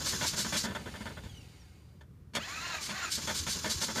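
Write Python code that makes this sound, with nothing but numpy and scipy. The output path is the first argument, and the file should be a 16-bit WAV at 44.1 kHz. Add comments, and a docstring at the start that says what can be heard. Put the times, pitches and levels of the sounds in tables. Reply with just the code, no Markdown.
"""A car's starter cranks an engine that will not fire, heard outdoors beside the front wheel.
The gears grind and rasp in surges, one per compression; the drive clatters across its backlash.
The key is let go: the engine rocks to rest and the armature coasts down, whistling.
The solenoid clacks in again, the motor whines up and cranks on, over a low rumble and quiet air."""
import sys
import numpy as np
from scipy import signal
from scipy.fft import rfft, irfft
from scipy.io import wavfile
from scipy.ndimage import uniform_filter1d

SR = 44100
rng = np.random.default_rng(int(sys.argv[2]) if len(sys.argv) > 2 else 0)


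def put_to_file(sound):
    """Save the sound as 16-bit audio at rate SR, in the file named by the first command-line argument."""
    columns = np.atleast_2d(sound).T  # one column per channel
    safe = np.clip(columns, -1, 1)
    whole_steps = np.round(safe * 32767)
    wavfile.write(sys.argv[1], SR, whole_steps.astype(np.int16))


N = 176400
TIME = np.arange(N) / SR

ENGAGED_S = (-.1, 0.63), (2.39, 4.1)  # from, to
TEETH_PER_S, GRIND_RUB, RASP_RUB = 1600, 0.63, 0.48
# steady grind: t/s, level/dB
GRIND_LEVEL = [(0, -38.5), (.18, -37.5), (.35, -42), (.51, -39), (.63, -40), (2.39, -54.5), (2.5, -48.5),
               (2.62, -48.5), (2.73, -46), (2.79, -46.5), (2.95, -45.5), (3.05, -47.5), (3.09, -48),
               (3.22, -41), (3.6, -41), (4, -40)]
# rasp surges: t/s, rise/s, hold/s, level/dB
SURGES = [(0.051, 0.015, 0.036, -33), (0.254, 0.021, 0.0074, -30), (0.361, 0.023, 0.034, -32),
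          (0.562, 0.015, 0.0081, -30), (0.629, .008, 0.011, -38.5), (2.802, 0.027, .035, -40),
          (3.096, 0.028, 0.038, -33), (3.339, 0.018, 0.037, -34), (3.482, 0.017, 0.031, -33.5),
          (3.69, 0.017, 0.017, -31.5), (3.801, 0.022, 0.021, -32), (3.954, 0.011, .035, -38.5)]
# spectra: f/Hz, level/dB
GRIND_SPECTRUM = [(150, 5.5), (500, -0.5), (750, -4.5), (1100, -1.5), (2600, -5), (4000, -1.5),
                  (7000, -2.5), (8500, -5), (10500, -12.5), (13000, -16.5), (15400, -18)]
RASP_SPECTRUM = [(300, -72), (1500, -2), (2600, -6), (3600, 0.5), (5500, -0.5), (7500, 0), (8600, -2),
                 (10500, -8.5), (13000, -9.5), (15400, -28)]
# starter housing modes: f/Hz, width/Hz, lift/dB
HOUSING_MODES = [(3490, 50, 4.1), (3930, 370, 2.6), (4514, 96, 6.1), (4743, 80, 7.3), (5414, 175, 8.1),
                 (6295, 130, 7.6), (6560, 43, 3.6), (7020, 340, 6.75), (8920, 85, 2.8), (12000, 300, 3.6)]

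def gears():
    """The pinion grinds on the ring gear while engaged and rasps at each compression."""
    engaged = sum(burst(on, 0.028, off - on, 0.079) for on, off in ENGAGED_S)
    grind_db, = curve(GRIND_LEVEL)
    grind_gain = amp(grind_db + 1.63 * wander(30))
    grind = colour(contacts(TEETH_PER_S, GRIND_RUB), GRIND_SPECTRUM, HOUSING_MODES)
    surge_power = sum((amp(db) * burst(t, rise, hold, t60_s=0.16)) ** 2 for t, rise, hold, db in SURGES)
    rasp = colour(contacts(TEETH_PER_S, RASP_RUB), RASP_SPECTRUM, HOUSING_MODES)
    return engaged * (grind_gain * grind + np.sqrt(surge_power) * rasp)


RATTLES_PER_S, CLATTER_RUB = 450, 0.37
# drive backlash: t/s, hold/s, clatter/dB, thump/dB, edge/dB
BACKLASH_KNOCKS = [(.005, 0.013, -45.5, -46.5, -56), (.055, 0.026, -44.5, -48, -52),
                   (.127, 0.012, -39, -42.5, -52), (.209, 0.044, -36, -43, -39),
                   (.33, 0.014, -42.5, -43, -43), (.375, 0.021, -39.5, -40.5, -51),
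                   (.445, 0.02, -40, -40, -47), (.523, 0.042, -38.5, -39.5, -35.5),
                   (.638, 0.028, -39, -36.5, -64), (.682, 0.038, -43.5, -40, -56),
                   (.748, 0.018, -37.5, -43.5, -48.5), (.787, 0.035, -54, -46, -74),
                   (.857, 0.017, -42, -39.5, -58), (.939, 0.027, -45.5, -46.5, -61),
                   (1.005, 0.018, -47.5, -42, -59), (1.055, 0.02, -41, -49, -53),
                   (1.098, 0.02, -49.5, -45.5, -75), (1.168, 0.016, -47.5, -52, -75),
                   (1.235, 0.028, -56, -50.5, -59), (2.89, .025, -41, -42.5, -42.5),
                   (3.175, 0.01, -44, -43, -48), (3.215, 0.021, -56, -57, -46.5),
                   (3.273, 0.039, -36, -45.5, -39.5), (3.35, 0.011, -51, -48, -59),
                   (3.465, 0.019, -40.5, -40, -38), (3.55, 0.026, -53, -45.5, -62),
                   (3.642, 0.028, -37, -38, -39.5), (3.68, 0.033, -45, -46, -50),
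                   (3.812, 0.023, -39, -41, -62), (3.883, 0.021, -38, -41, -61),
                   (3.957, .045, -38, -38.5, -51)]
# relay drops out, solenoid pulls in and slams home: same columns
SOLENOID_KNOCKS = [(2.008, 0.0073, -56.5, -61, -66), (2.335, 0.015, -50.5, -50, -51),
                   (2.35, 0.011, -36, -42, -33), (2.367, 0.0064, -33.5, -36.5, -45)]
# spectra: f/Hz, level/dB
CLATTER_SPECTRUM = [(150, -31), (300, -4), (480, 0), (740, -5.5), (950, 0.5), (1800, -5), (2400, -12.5),
                    (3300, -8.5), (5000, -39.5), (15000, -35)]
THUMP_SPECTRUM = [(50, -46), (100, -11), (165, -8.5), (218, 5), (265, -15), (400, -14), (700, -21),
                  (3000, -64)]
EDGE_SPECTRUM = [(900, -16), (1900, 2), (3200, 5.5), (5500, -2.5), (7500, -5), (10000, -7.5), (15000, -20)]
# engine block modes: f/Hz, width/Hz, lift/dB
BLOCK_MODES = [(605, 88, 9), (898, 16, 7), (963, 31, 3), (1090, 26, -3), (1236, 37, 8), (1320, 83, 3),
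               (1452, 107, 8), (1750, 39, 11.5), (1855, 28, 7), (2024, 41, 8), (2146, 25.8, 9),
               (3495, 54, 10.5)]

def knocks(rows):
    """Each blow rattles the block, thumps the body and draws a bright edge from the housing."""
    starts, holds, clatter_db, thump_db, edge_db = np.transpose(rows)

    def envelope(levels_db, t60_s):
        blows = zip(starts, holds, levels_db)
        return np.sqrt(sum((amp(db) * burst(t, 0.0018, hold, t60_s)) ** 2 for t, hold, db in blows))

    clatter = colour(contacts(RATTLES_PER_S, CLATTER_RUB), CLATTER_SPECTRUM, BLOCK_MODES)
    thump = even(colour(rng.standard_normal(N), THUMP_SPECTRUM), window_samples=1500)
    edge = colour(contacts(TEETH_PER_S, CLATTER_RUB), EDGE_SPECTRUM, HOUSING_MODES)
    return (envelope(clatter_db, t60_s=0.096) * clatter
            + envelope(thump_db, t60_s=0.15) * thump
            + envelope(edge_db, t60_s=0.096) * edge)


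# gearing fundamental: t/s, f/Hz
WHINE_PITCH = [(2.39, 130), (2.44, 207.6), (2.5, 277.2), (2.56, 313.2), (2.66, 352.4), (2.7, 347),
               (2.75, 319.7), (2.86, 264.6), (2.92, 357.4), (2.97, 385), (3.01, 377.3), (3.08, 313.6),
               (3.12, 287.7)]
# envelope: t/s, level/dB
WHINE_LEVEL = [(2.42, -49), (2.5, -47.5), (2.6, -48), (2.66, -43.5), (2.71, -44.5), (2.755, -40),
               (2.8, -50), (2.88, -54), (2.96, -44.5), (3.045, -41.5), (3.085, -47), (3.12, -62)]
# partials: multiple, level/dB
WHINE_ORDERS = [(2, 1), (3, 0), (4, 0.5), (5, -4), (6, -10), (8, 1.5), (12, -1.5)]
# groan: t/s, roughness/0-1
WHINE_ROUGHNESS = [(2.72, .35), (2.9, .8)]
# spectra: f/Hz, level/dB
WHINE_SPECTRUM = [(500, -18), (950, -6), (1250, 2.5), (1750, 2), (2100, 1.5), (2550, 2), (2900, -4),
                  (4200, -1.5), (5000, -9)]
MESH_SPECTRUM = [(200, -15), (750, -2.5), (1200, -6.5), (1800, 3), (2800, 0), (4500, -2.5), (7000, -5.5),
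                 (9000, -26)]

def whine():
    """On the second try the gearing sings up, then sags at two compressions and roughens to a groan."""
    hz, = curve(WHINE_PITCH)
    level_db, = curve(WHINE_LEVEL)
    roughness, = curve(WHINE_ROUGHNESS)
    phase = phase_of(hz * (1 + 0.0108 * wander(67)))
    phase += 0.07 * wander(300)  # tooth scatter, rad
    tone = 0
    for order, db in WHINE_ORDERS:
        flutter_db = 3 * wander(22)
        tone += amp(db + flutter_db) * rough_tone(order * phase + rng.uniform(0, 2 * np.pi), roughness)
    mesh = amp(2) * colour(contacts(TEETH_PER_S, GRIND_RUB), MESH_SPECTRUM)
    on, off = WHINE_PITCH[0][0], WHINE_PITCH[-1][0]
    return burst(on, 0.01, off - on, 0.039) * amp(level_db) * (colour(tone, WHINE_SPECTRUM) + mesh)


# glides: t/s, length/s, from/Hz, to/Hz, level/dB
SQUEAKS = [(0.594, 0.031, 4800, 4700, -36), (1.584, 0.055, 5850, 5400, -61),
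           (2.396, 0.065, 2400, 3620, -40.5), (3.023, 0.046, 7250, 6840, -41)]

def squeaks():
    """The starter squeaks in short, unsteady glides that swell and fade."""
    jitter = 1 + 0.012 * wander(203)
    out = 0
    for t, length, from_hz, to_hz, db in SQUEAKS:
        progress = np.clip((TIME - t) / length, 0, 1)
        hz = from_hz + (to_hz - from_hz) * progress
        out += amp(db) * np.sin(np.pi * progress) * rough_tone(phase_of(hz * jitter), roughness=0.52)
    return out


# armature whistle: t/s, f/Hz
COAST_PITCH = [(.66, 6900), (.9, 5450), (1.1, 4350), (1.3, 3330), (1.5, 2330), (1.7, 1520), (2.0, 363)]
# run-down: t/s, whistle/dB, brushes/dB
COAST_LEVELS = [(.66, -74, -49.5), (.85, -67, -52.5), (1.05, -66, -51), (1.2, -71, -56), (1.35, -63, -58.5),
                (1.5, -76, -60.5), (1.62, -73, -62.5), (1.75, -83, -66), (2.0, -79, -75.5)]
# brush hiss: f/Hz, level/dB
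BRUSH_SPECTRUM = [(500, 4.5), (1300, -0.5), (3000, 0.5), (5500, -9.5), (9000, -8.5), (15000, -21.5)]

def coasting():
    """The freed armature runs down with a falling whistle and fading brush hiss."""
    hz, = curve(COAST_PITCH)
    whistle_db, brush_db = curve(COAST_LEVELS)
    phase = phase_of(hz * (1 + 0.0053 * wander(118)))
    flutter_db = 4.8 * wander(33)
    octave = amp(-8) * np.sin(2 * phase)
    whistle = amp(whistle_db + flutter_db) * unit(rough_tone(phase, roughness=0.41) + octave)
    brushes = amp(brush_db) * colour(contacts(TEETH_PER_S, GRIND_RUB), BRUSH_SPECTRUM, HOUSING_MODES)
    on, off = COAST_LEVELS[0][0], COAST_LEVELS[-1][0]
    return burst(on, 0.012, off - on, 0.08) * (whistle + brushes)


# engine thuds: t/s, level/dB
THUDS = [(.235, -41), (1.253, -37), (1.325, -34), (3.396, -35), (3.756, -29)]

def engine_rock(hz=81.5, t60_s=0.096):
    """The engine rocks on its mounts with soft, damped thuds."""
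    return sum(amp(db) * burst(t, 0.005, 0, t60_s) * np.sin(2 * np.pi * hz * (t - TIME))
               for t, db in THUDS)


# envelope: t/s, level/dB
RUMBLE_LEVEL = [(0, -44), (.4, -48.5), (1.1, -47), (1.3, -46.5), (1.55, -53), (2.1, -52), (2.7, -52.5),
                (3.08, -55), (3.25, -46), (4, -51.5)]
# spectrum: f/Hz, level/dB
RUMBLE_SPECTRUM = [(20, -18.5), (35, -11.5), (55, -6), (76, 4), (95, -2), (125, -3), (165, -7),
                   (210, -12.5), (280, -18.5), (450, -22.5), (900, -49.5)]

def rumble():
    """Low noise that eases between the tries."""
    level_db, = curve(RUMBLE_LEVEL)
    return amp(level_db) * even(colour(rng.standard_normal(N), RUMBLE_SPECTRUM), window_samples=4000)


def pump(hz=4860, level_db=-82, hold_s=2.01):
    """A thin electric tone, likely the fuel pump, stops at the relay click."""
    phase = phase_of(hz * (1 + 0.0022 * wander(40)))
    tone = np.sin(phase) + amp(-5) * np.sin(3 * phase)
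    return amp(level_db) * burst(0, 0.01, hold_s, 0.05) * tone


# spectrum: f/Hz, level/dB
AIR_SPECTRUM = [(250, -3), (700, -11), (1200, -8.5), (2500, -18.5), (6000, -25.5), (15000, -42)]

def air(level_db=-71.5):
    """Quiet, steady outdoor noise."""
    return amp(level_db) * colour(rng.standard_normal(N), AIR_SPECTRUM)


def contacts(per_s, rub, spread_db=3.5, bay_t60_s=0.041, bay_db=-4.5):
    """Uneven metal clicks plus smooth friction (power share: rub), scattered by the engine bay."""
    count = np.cumsum(per_s * np.exp(0.3 * wander(60))) / SR
    strength = amp(spread_db * np.clip(rng.standard_normal(N), -2, 2))
    clicks = np.diff(np.floor(count), prepend=0) * strength * rng.choice([-1, 1], N)
    force = np.sqrt(1 - rub) * unit(clicks) + np.sqrt(rub) * rng.standard_normal(N)
    t = TIME[:SR // 10]
    bay_tail = rng.standard_normal(len(t)) * amp(-60 * t / bay_t60_s)
    return unit(force + amp(bay_db) * unit(signal.fftconvolve(force, bay_tail)[:N]))


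def rough_tone(phase, roughness):
    """A sine, partly smeared into sidebands by uneven contact."""
    sidebands = wander(70) * np.sin(phase) + wander(70) * np.cos(phase)
    return np.sqrt(1 - roughness) * np.sin(phase) + np.sqrt(roughness / 2) * sidebands


def colour(x, spectrum, modes=()):
    """Filter by a broad spectrum and a chain of resonances; rms 1."""
    f = np.fft.rfftfreq(N, 1 / SR) + 1e-3
    hz, db = np.transpose(spectrum)
    response = amp(np.interp(np.log(f), np.log(hz), db))
    for centre_hz, width_hz, lift_db in modes:
        detuning = (f * f - centre_hz ** 2) / (f * width_hz)
        response = response * (1 + (amp(lift_db) - 1) / (1 + 1j * detuning))
    return unit(irfft(rfft(x) * response, N))


def burst(start_s, rise_s, hold_s, t60_s):
    """Linear rise, hold, exponential decay."""
    age = TIME - start_s
    return np.clip(age / rise_s, 0, 1) * amp(-60 * np.clip((age - rise_s - hold_s) / t60_s, 0, 2))


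def wander(corner_hz):
    """Low-passed random drift; rms 1."""
    pole = np.exp(-2 * np.pi * corner_hz / SR)
    return unit(signal.lfilter([1], [1, -2 * pole, pole * pole], rng.standard_normal(N + SR))[SR:])


def even(x, window_samples):
    """Steady the strength of a low vibration."""
    return x / np.sqrt(uniform_filter1d(x * x, window_samples) + 0.21)


def curve(rows):
    """Columns of a time table, linearly interpolated."""
    t, *columns = np.transpose(rows)
    return [np.interp(TIME, t, column) for column in columns]


def phase_of(hz):
    """Running phase in rad."""
    return 2 * np.pi * np.cumsum(hz) / SR


def amp(db):
    """dB to gain."""
    return 10 ** (np.asarray(db) / 20)


def unit(x):
    """Scale to rms 1."""
    return x / np.sqrt(np.mean(x ** 2) + 1e-20)


def scene():
    """The car over quiet outdoor air, mono."""
    outdoors = air()
    starter = gears() + knocks(BACKLASH_KNOCKS + SOLENOID_KNOCKS) + whine() + squeaks() + coasting()
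    return (starter + engine_rock() + pump() + rumble() + outdoors)[None]


def record(dry, low_cut_hz=40, high_cut_hz=15400):
    """The small microphone drops the deep bass; the top is cut steeply."""
    highpass = signal.butter(2, low_cut_hz, "high", fs=SR, output="sos")
    lowpass = signal.ellip(12, 0.1, 80, high_cut_hz, fs=SR, output="sos")
    return signal.sosfilt(lowpass, signal.sosfilt(highpass, dry))


dry = scene()
out = record(dry)
put_to_file(out)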